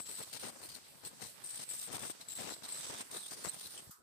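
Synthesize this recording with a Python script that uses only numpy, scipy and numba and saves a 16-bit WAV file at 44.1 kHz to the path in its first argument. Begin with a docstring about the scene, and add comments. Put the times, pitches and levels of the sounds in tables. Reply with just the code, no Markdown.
"""A rough squeal near 8 kHz over a scratchy hiss: an ultrasonic scaler works along wet teeth by two microphone ports.
The tip bounces unevenly on the enamel; its clustered impacts excite moving and fixed resonances.
Strong ultrasound overdrives each port on its own, heard as low crackle and lone pops.
Water spray hisses below as shaped noise; switching off gives soft thuds, a bright puff and a short hollow ring."""
import sys
import numpy as np
from scipy import signal
from scipy.fft import rfft, irfft, next_fast_len
from scipy.io import wavfile
from numba import njit

SR = 44100
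rng = np.random.default_rng(int(sys.argv[2]) if len(sys.argv) > 2 else 0)


def inscribe(sig):
    """Save sig as 16-bit PCM at rate SR to the path in sys.argv[1].

    A 1-D sig is mono; a 2-D sig holds one channel per row.
    Samples are clipped to [-1, 1] before scaling.
    """
    pcm = np.round(np.clip(np.atleast_2d(sig).T, -1, 1) * 32767)
    wavfile.write(sys.argv[1], SR, pcm.astype(np.int16))


def boost_factor(decibels):
    """Convert a level in decibels to a linear amplitude factor."""
    exponent = np.asarray(decibels, float) / 20
    return 10 ** exponent


N = 177634
OFF_S = 3.865           # the tip has stopped
CONTROL_STEP = 32       # samples between values of a slow level curve


def rms_one(x):
    """Normalisation: each channel is scaled to unit effective value."""
    return x / np.sqrt(np.mean(x ** 2, axis=-1, keepdims=True) + 1e-20)


def in_time(rows):
    """Linear interpolation: each column of a table becomes a curve over time."""
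    s, *columns = np.transpose(rows)
    return [np.interp(np.arange(N) / SR, s, c) for c in columns]


def colour(x, points):
    """Spectral weighting: dB curves over log frequency shape each channel; the mean power becomes 1."""
    hz, *columns = np.transpose(points)
    size = next_fast_len(N)
    log_hz = np.log(np.arange(size // 2 + 1) * SR / size + 1)
    gains = boost_factor([np.interp(log_hz, np.log(hz), c) for c in columns])
    out = irfft(rfft(x, size) * gains, size)[..., :N]
    return out / np.sqrt(np.mean(out ** 2))


def drift(rate, channels=1):
    """Low-pass random process: noise twice through a one-pole filter at rate [Hz], spread 1."""
    r = np.exp(-2 * np.pi * rate / SR)
    noise = rng.standard_normal((channels, N + 4000))
    slow = signal.lfilter([1], [1, -2 * r, r * r], noise)
    return rms_one(slow[:, 4000:])      # the filter's start is left out


def grains(per_s, spread_db, channels):
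    """Shot noise: random clicks of either sign, their strengths in dB spread exponentially up to a limit."""
    strength_db = spread_db * np.minimum(rng.exponential(1, (channels, N)), 3)
    sizes = boost_factor(strength_db) * rng.choice([-1, 1], (channels, N))
    present = rng.random((channels, N)) < per_s / SR
    return rms_one(sizes * present + 1e-9)


def patchy(x, patchy_db, rate):
    """Independent band modulation: overlapping two-thirds-octave bands swell and sink, each by itself."""
    size = next_fast_len(N)
    octaves = np.log2(np.arange(size // 2 + 1) * SR / size / 100 + 1e-9).clip(0, 7)     # above 100 Hz
    band = octaves * 3 / 2
    spectrum = rfft(x, size)
    swell = boost_factor(patchy_db * drift(rate, channels=11))
    out = 0
    for k in range(11):
        weight = np.clip(1 - abs(band - k), 0, 1)
        out = out + swell[k] * irfft(spectrum * weight, size)[..., :N]
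    return out


@njit
def resonate(x, turn, r):
    """Second-order resonance: its centre (radians per sample) may move; gain 1 on top."""
    y = np.zeros(len(x))
    for i in range(2, len(x)):
        y[i] = (1 - r * r) / 2 * (x[i] - x[i - 2]) + 2 * r * np.cos(turn[i]) * y[i - 1] - r * r * y[i - 2]
    return y


def mode(x, hz, width_hz):
    """Cascaded resonance: two equal stages, each width_hz wide, make steep skirts; rms 1."""
    turn, r = 2 * np.pi * hz / SR * np.ones(N), np.exp(-np.pi * width_hz / SR)
    return rms_one(resonate(resonate(x, turn, r), turn, r))


def at_ports(shared, own, alike):
    """Partial coherence: the right port gets the shared part later; each port adds a part of its own."""
    lag, alike = round(0.00077 * SR), np.clip(alike, 0, 1)      # lag of 0.77 ms
    common = np.array([shared, np.roll(shared, lag)])
    return np.sqrt(alike) * common + np.sqrt(1 - alike) * own


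def split(level_db, pan_db):
    """Addition of incoherent powers: gains of two unrelated channels whose average has the given level."""
    left_share = 1 / (1 + boost_factor(-2 * pan_db))
    return 2 * boost_factor(level_db) * np.sqrt([left_share, 1 - left_share])


def held(rows, attack_s, release_s):
    """Exponential build-up and decay: power of each event, full from start to end; times are of amplitude."""
    t = np.arange(0, N + CONTROL_STEP, CONTROL_STEP) / SR
    start, length = np.transpose(rows)[:2, :, None]
    before, after = np.maximum(start - t, 0), np.maximum(t - start - length, 0)
    return np.exp(-2 * before / attack_s - 2 * after / release_s)


def every_sample(coarse):
    """Linear interpolation: a slow level curve is read at every sample."""
    return np.interp(np.arange(N) / CONTROL_STEP, np.arange(len(coarse)), coarse)


# spray colour at the ports: (frequency [Hz], left density [dB per Hz], right density [dB per Hz]), relative
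SPRAY_COLOUR = [(39.5, 5.5, -32), (173, 5, 4), (1150, -3.5, -8.5), (2580, -5, -9), (4700, -2.5, -1.5),
                (6800, -9, -5), (8200, -3, 3.5), (9600, -16, -4.5), (12100, -5.5, -2.5), (13600, -9, -0.5),
                (15400, -4.5, -13)]
# spray flow before the fixed gains: (time [s], hiss level [dB], level of the rumble under 900 Hz [dB])
SPRAY_FLOW = [(0, -61.5, -65), (1, -61.5, -67), (2, -64, -80), (3, -60, -74), (3.88, -62, -63.5),
              (3.925, -64.5, -76), (3.965, -69, -88), (3.985, -72.5, -69), (4.03, -80, -65)]


def spray():
    """Turbulent flow noise: cooling water hisses as broadband noise; its rumble sinks first."""
    hiss_db, rumble_db = in_time(SPRAY_FLOW)
    noise = patchy(colour(rng.standard_normal((2, N)), SPRAY_COLOUR), patchy_db=3.0, rate=4.5)
    hiss = signal.sosfiltfilt(signal.butter(3, 900, "high", fs=SR, output="sos"), noise)
    rumble = signal.sosfiltfilt(signal.butter(3, 900, "low", fs=SR, output="sos"), noise)
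    return boost_factor(hiss_db + 4.5) * hiss + boost_factor(rumble_db + 3.5) * rumble


# soft thuds of switching off: (time [s], level before shape and side gains [dB], frequency [Hz])
SWITCH_THUDS = [(3.826, -57, 170), (3.872, -54, 111), (3.894, -49.5, 174)]


def switch_off():
    """Damped oscillation and decaying noise: thuds of about one cycle, then a valve puff and its hollow ring."""
    puff_s, rise_s = 3.907, 0.0026
    puff_db, puff_t60_s = -46.5, 0.15
    ring_hz, ring_width_hz, ring_db, ring_t60_s = 1172, 800, -61, .5
    t, out = np.arange(N) / SR, np.zeros((2, N))
    for s, db, hz in SWITCH_THUDS:
        cycles = np.maximum(t - s, 0) * hz
        thud = 2.0 * np.sin(2 * np.pi * cycles) * np.exp(-1.8 * cycles)
        out += boost_factor(db) * thud * boost_factor([[3.0], [-4.0]])     # left, right
    since = np.maximum(t - puff_s, 0)
    rise = 1 - np.exp(-since / rise_s)
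    noise = rng.standard_normal((2, N))
    bright = rms_one(signal.sosfilt(signal.butter(2, 6000, "high", fs=SR, output="sos"), noise))
    hollow = np.array([mode(mode(n, ring_hz, ring_width_hz), ring_hz, ring_width_hz) for n in noise])
    puff = boost_factor(puff_db - 60 * since / puff_t60_s) * bright
    ring = boost_factor(ring_db - 60 * since / ring_t60_s) * hollow
    return out + rise * (puff + ring)


# bursts of overdrive: (start [s], length [s], crackle level [dB], left-right balance [dB])
OVERDRIVE_BURSTS = [(0, 0.0045, -51, 23), (0.079, 0.071, -58, 18), (0.194, 0.023, -50, 27),
                    (0.332, 0.029, -51, 37), (0.436, 0.037, -46.5, 16), (0.487, 0.014, -48.5, 23),
                    (0.512, 0.042, -69, 18), (0.624, 0.03, -60, 27), (0.767, 0.017, -56.5, 28),
                    (1.038, 0.026, -52, 20), (1.211, 0.05, -50.5, 41), (1.599, 0.033, -55, 15),
                    (1.702, 0.03, -63.5, 2), (1.887, 0.094, -49, 13), (1.992, 0.078, -47, 20),
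                    (2.098, 0.014, -54, 18), (2.213, 0.0096, -57, 6), (2.389, 0.13, -48, 20),
                    (2.632, 0.029, -54, 16), (2.717, 0.07, -58.5, 2), (2.843, 0.11, -52, 5.5),
                    (2.988, 0.025, -56.5, 9), (3.125, 0.052, -49.5, 21), (3.318, 0.028, -55, 25),
                    (3.377, 0.053, -55.5, 5.5), (3.448, 0.03, -45, 22), (3.647, 0.011, -58, 18),
                    (3.75, 0.052, -57, 15)]
# faint crackle under the bursts: (time [s], level [dB], left-right balance [dB])
FAINT_BED = [(0, -76, 10), (.3, -67.5, 15), (.6, -57.5, 27), (.85, -70.5, 0), (1.15, -63.5, 28),
             (1.5, -65, -13), (1.8, -66, -6.5), (2.2, -64.5, 5), (2.6, -63.5, 10), (2.8, -57.5, -11.5),
             (3.25, -64, 21), (3.55, -61, 28), (3.85, -68, 18)]


def overdrive():
    """Addition of powers: level and left-right balance in dB of crackle bursts over a faint bed."""
    _, _, burst_db, burst_pan = np.transpose(OVERDRIVE_BURSTS)[:, :, None]
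    faint_db, faint_pan = in_time(FAINT_BED)
    bursts = boost_factor(2 * burst_db) * held(OVERDRIVE_BURSTS, attack_s=0.0084, release_s=0.0085)
    faint = boost_factor(2 * faint_db)
    power = every_sample(bursts.sum(axis=0)) + faint
    pan_db = (every_sample((bursts * burst_pan).sum(axis=0)) + faint * faint_pan) / power
    return 10 * np.log10(power), pan_db


# crackle colour at the ports: (frequency [Hz], left density [dB per Hz], right density [dB per Hz]), relative
CRACKLE_COLOUR = [(30, -24, -32), (60.5, -10, -22), (118, -1.5, 2), (197, -0.5, -3), (596, -2.5, -0.5),
                  (1650, -8.5, -1.5), (2880, -13, -4.5), (6800, -15, -8), (10400, -18, -18),
                  (15200, -31, -43)]
# weight of the crackle's bass: (time [s], gain [dB])
BASS_WEIGHT = [(0, 0), (1, 5), (2, 4), (2.5, 1.5), (3.0, -3), (3.8, -2.5)]


def crackle(clumps, level_db, pan_db):
    """Overload: each port pops by itself, partly in step with the impacts, until the tip stops."""
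    bass_hz, stop_s = 201, 0.03
    running = np.clip((OFF_S - np.arange(N) / SR) / stop_s, 0, 1)
    pops = grains(3000, spread_db=4.5, channels=2) * clumps ** 0.24 * boost_factor(3.1 * drift(45, channels=2))
    pops = patchy(colour(rms_one(pops), CRACKLE_COLOUR), patchy_db=2.0, rate=17.0)
    bass = signal.sosfiltfilt(signal.butter(2, bass_hz, fs=SR, output="sos"), pops)
    weighted = pops + (boost_factor(in_time(BASS_WEIGHT)[0]) - 1) * bass
    return running * split(level_db, pan_db) * weighted


# lone pops at the left port: (time [s], starting level [dB], time scale [ms])
LEFT_POPS = [(.367, -34, 0.56), (1.938, -30, 0.84), (2.017, -38, 0.4), (2.099, -29.5, 1.03),
             (2.422, -34, 0.68), (2.493, -24.5, 0.23), (2.522, -29, 0.94)]


def lone_pops():
    """Step response of an overloaded port: the strongest overdrive jumps suddenly and swings back."""
    t, left = np.arange(N) / SR, np.zeros(N)
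    for s, db, ms in LEFT_POPS:
        lengths = np.maximum(t - s, 0) * 1000 / ms
        left += boost_factor(db) * (t >= s) * np.cos(2.0 * lengths) * np.exp(-.7 * lengths)
    return np.array([left, 0 * left])


# touches of the tip on the tooth, levels while held:
# (start [s], length [s], squeal level [dB], squeal pitch [Hz], squeal left-right balance [dB], scratch level [dB])
TIP_TOUCHES = [(0.0, 0.037, -50, 8130, 6, -65.5), (0.058, 0.12, -51, 8100, 3.5, -55.5),
               (0.182, 0.054, -52.5, 8070, -3, -53.5), (0.257, 0.06, -60, 8500, -20, -62),
               (0.332, 0.042, -55, 8630, -7, -50), (0.397, 0.075, -52.5, 8870, -8, -55),
               (0.484, 0.013, -51, 8370, -3, -51.5), (0.588, 0.012, -61, 8500, -18, -62.5),
               (0.618, 0.047, -54.5, 8720, -2, -58), (0.691, 0.078, -63.5, 8850, -2, -57),
               (1.051, 0.027, -47, 8370, 2, -54), (1.213, 0.056, -55, 8500, -5, -54),
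               (1.283, 0.026, -63, 8650, -15, -60.5), (1.441, 0.14, -47.5, 8600, 6.5, -57),
               (1.595, 0.042, -50.5, 8360, 3, -53), (1.655, 0.028, -59, 8200, -11, -79),
               (1.692, 0.064, -45, 8270, 8.5, -56), (1.765, 0.11, -48.5, 8300, 6, -56.5),
               (1.921, 0.047, -49, 8580, 3, -50.5), (1.994, 0.12, -50.5, 8450, 2.5, -55),
               (2.212, 0.0067, -57, 8250, 9, -53), (2.286, 0.051, -47, 7900, 9, -56),
               (2.354, 0.027, -47.5, 8220, 2, -55), (2.389, 0.15, -54, 8200, -1, -54.5),
               (2.548, 0.052, -60, 8000, -20, -68), (2.635, 0.028, -59, 8590, -14, -53.5),
               (2.686, 0.028, -49.5, 8560, 6, -55), (2.723, 0.073, -46, 8240, 4, -54.5),
               (2.81, 0.13, -52.5, 8180, -1, -53), (2.953, 0.023, -66, 8060, -4, -54),
               (2.982, 0.036, -51.5, 8550, -5, -53.5), (3.115, 0.064, -49.5, 8700, -5, -52),
               (3.188, 0.13, -54.5, 8520, -20, -59), (3.31, 0.038, -56.5, 8800, -22, -54.5),
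               (3.367, 0.068, -59, 9300, -12, -61.5), (3.44, 0.052, -48.5, 8000, -2, -56),
               (3.496, 0.1, -56.5, 8750, -27, -58.5), (3.607, 0.069, -55, 9120, -25, -56.5),
               (3.699, 0.068, -55.5, 9010, -23, -60), (3.778, 0.013, -51, 8200, -11, -55.5)]


def touching():
    """Energy balance of contact: squeal, scratch and sizzle levels; the strongest touch rules pitch and side."""
    attack_s, release_s = .003, 0.01
    landing_db, landing_s = -4.5, 0.0075            # an extra burst on landing, against the held level
    # the wet film is felt a moment before landing and keeps a weak contact after lifting
    approach_s, linger_s, linger_db, scratch_linger_db = .012, 0.078, -17, -21.5
    linger_turn_db = -14                            # the lingering squeal leans further right
    free_squeal_db, free_squeal_hz, free_pan_db, free_scratch_db = -76, 8300, 8, -79    # the tip running free
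    sizzle_from_squeal_db, sizzle_from_scratch_db = -11, -9.5

    _, _, squeal_db, hz, pan_db, scratch_db = np.transpose(TIP_TOUCHES)[:, :, None]
    film = held(TIP_TOUCHES, approach_s, linger_s)
    landings = held([(row[0], 0) for row in TIP_TOUCHES], attack_s, landing_s)
    firm = held(TIP_TOUCHES, attack_s, release_s) + boost_factor(2 * landing_db) * landings
    time_left = OFF_S - np.arange(len(firm[0])) * CONTROL_STEP / SR
    running = np.clip(time_left / 0.026, 1e-3, 1) ** 2

    ringing = boost_factor(2 * squeal_db) * firm
    lingering = boost_factor(2 * (squeal_db + linger_db)) * film
    free = boost_factor(2 * free_squeal_db)
    squealing = (ringing + lingering).sum(axis=0) + free
    # pitch and side are means weighted by power
    pitch = (((ringing + lingering) * hz).sum(axis=0) + free * free_squeal_hz) / squealing
    turned = ringing * pan_db + lingering * (pan_db + linger_turn_db)
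    side = (turned.sum(axis=0) + free * free_pan_db) / squealing
    rasping = (boost_factor(2 * scratch_db) * (firm + boost_factor(2 * scratch_linger_db) * film)).sum(axis=0)
    rasping = rasping + boost_factor(2 * free_scratch_db)
    sizzling = boost_factor(2 * sizzle_from_squeal_db) * squealing + boost_factor(2 * sizzle_from_scratch_db) * rasping
    levels = [every_sample(10 * np.log10(p * running)) for p in (squealing, rasping, sizzling)]
    return levels + [every_sample(pitch), every_sample(side)]


def bouncing():
    """Impact excitation: tip impacts come in clumps a few ms long; rows: shared, left, right."""
    clumps = boost_factor(2.3 * drift(110))
    return clumps, clumps * grains(12000, spread_db=-1.0, channels=3)


# sizzle colour at the ports: (frequency [Hz], left density [dB per Hz], right density [dB per Hz]), relative
SIZZLE_COLOUR = [(8500, -51, -63), (9600, -15, 8.5), (12200, -4, 0.5), (12800, 3, 0.5), (14650, -1.5, 7),
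                 (15200, -2, -3), (15900, -30, -13)]
# sizzle against its share of squeal and scratch: (time [s], gain [dB], left-right balance [dB])
SIZZLE_BALANCE = [(0, -0.5, 2), (.15, 2, 1), (.5, -0.5, 0.5), (.9, 5.5, 1), (1.3, -2, 1.5), (1.55, -1.5, 1),
                  (1.8, 3, -1), (2.1, 1.5, 1), (2.4, 0.5, 0.5), (2.9, -3.5, -1), (3.15, -1, -1),
                  (3.4, 0.5, 1.5), (3.7, 3.5, 3), (3.8, -6, 0)]


def sizzle(impacts, level_db, squeal_pan):
    """Broadband spectrum of short impacts: their sharpest edge, leaning partly with the squeal."""
    trim_db, trim_pan = in_time(SIZZLE_BALANCE)
    ports = at_ports(impacts[0], impacts[1:], alike=0.076)
    return split(level_db + trim_db, trim_pan + 0.71 * squeal_pan) * colour(ports, SIZZLE_COLOUR)


# scratch colour: (frequency [Hz], density [dB per Hz]), relative
SCRATCH_COLOUR = [(1500, -6.5), (2600, -3), (4000, 0.5), (5500, 1.5), (7000, -2), (9000, 1.5),
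                  (11000, -22.5)]
# rough whistle in the scratch, before flutter:
# (time [s], pitch [Hz], level against the rasp [dB], left-right balance [dB])
ROUGH_WHISTLE = [(0, 4180, -9, -15), (.5, 4200, -12, -14), (.62, 4360, -4.5, 12), (1.08, 4350, -5.5, 3),
                 (1.27, 4130, -8, 10), (1.4, 4100, -25, -6), (1.95, 3560, -11, -6), (2.22, 3850, -8, -1),
                 (2.77, 4140, -8.5, -10), (2.86, 3420, -12.5, -6), (3.12, 3500, -9.5, -3),
                 (3.2, 4000, -2, 8), (3.26, 3240, 0, 23), (3.33, 4870, -14, 7), (3.52, 3950, -4, 3),
                 (3.6, 3480, -23, 16), (3.66, 4280, 0.5, 14), (3.72, 3660, -25, 0), (3.79, 2940, 1, 7),
                 (3.85, 3100, -22, 0)]


def scratch(impacts, level_db, pan_db):
    """Friction noise and subharmonic: a broad rasp; a whistle near half the squeal, as if bounces were missed."""
    hz, whistle_db, whistle_pan = in_time(ROUGH_WHISTLE)
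    ports = at_ports(impacts[0], impacts[1:], alike=0.065)
    fluttering = hz + 150 * drift(38)[0]
    whistle = [mode(p, fluttering, width_hz=650) for p in ports]
    rasp = patchy(colour(ports, SCRATCH_COLOUR), patchy_db=2.0, rate=4.1)
    whistle_level_db = level_db + whistle_db + 0.82 * drift(26)[0]
    return split(level_db, pan_db) * rasp + split(whistle_level_db, whistle_pan) * whistle


# fixed modes of tip and tooth, levels before swell and gain:
# (frequency [Hz], width of each stage [Hz], left level [dB], right level [dB])
TIP_MODES = [(7600, 200, -8, -11), (7900, 200, -9, -10), (8300, 250, -6, -6), (8600, 200, -9, -8),
             (9150, 300, -16, -10), (9600, 400, -22, -14), (10100, 500, -26, -17)]


def squeal(impacts, level_db, hz, pan_db):
    """Resonance: impacts ring a mode that moves and flutters; fixed modes near it join, each swelling by itself."""
    ports = at_ports(impacts[0], impacts[1:], alike=0.9)
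    fluttering = hz + 170 * drift(22)[0]
    out = np.array([mode(p, fluttering, width_hz=730) for p in ports])
    for tip_hz, width_hz, *side_db in TIP_MODES:
        distance_khz = abs(tip_hz - hz) / 1000
        swell = boost_factor(4.5 * drift(21.0)[0] - 10.0 * distance_khz)
        out += [boost_factor(db + 3.0) * swell * mode(p, tip_hz, width_hz) for p, db in zip(ports, side_db)]
    return split(level_db, pan_db) * rms_one(out)


def scene():
    """Superposition: the sounds of tip, ports, water and switch add up."""
    squeal_db, scratch_db, sizzle_db, hz, squeal_pan = touching()
    crackle_db, crackle_pan = overdrive()
    clumps, impacts = bouncing()
    tip = squeal(impacts, squeal_db, hz, squeal_pan)
    tip += scratch(impacts, scratch_db, 0.39 * crackle_pan)     # leans the same way as the crackle
    tip += sizzle(impacts, sizzle_db, squeal_pan)
    return tip + crackle(clumps, crackle_db, crackle_pan) + lone_pops() + spray() + switch_off()


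def top_cut(x):
    """Nothing passes above the cut-off."""
    return signal.sosfilt(signal.butter(12, 15810, fs=SR, output="sos"), x)


def record(dry):
    """Band limitation: filters cut the deep bass and the top."""
    dry = signal.sosfilt(signal.butter(2, 65, "high", fs=SR, output="sos"), dry)
    mix = signal.sosfilt(signal.cheby2(12, 50, 15900, fs=SR, output="sos"), dry)     # 50 dB down at 15900 Hz
    return top_cut(mix)


dry = scene()
out = record(dry)
inscribe(out)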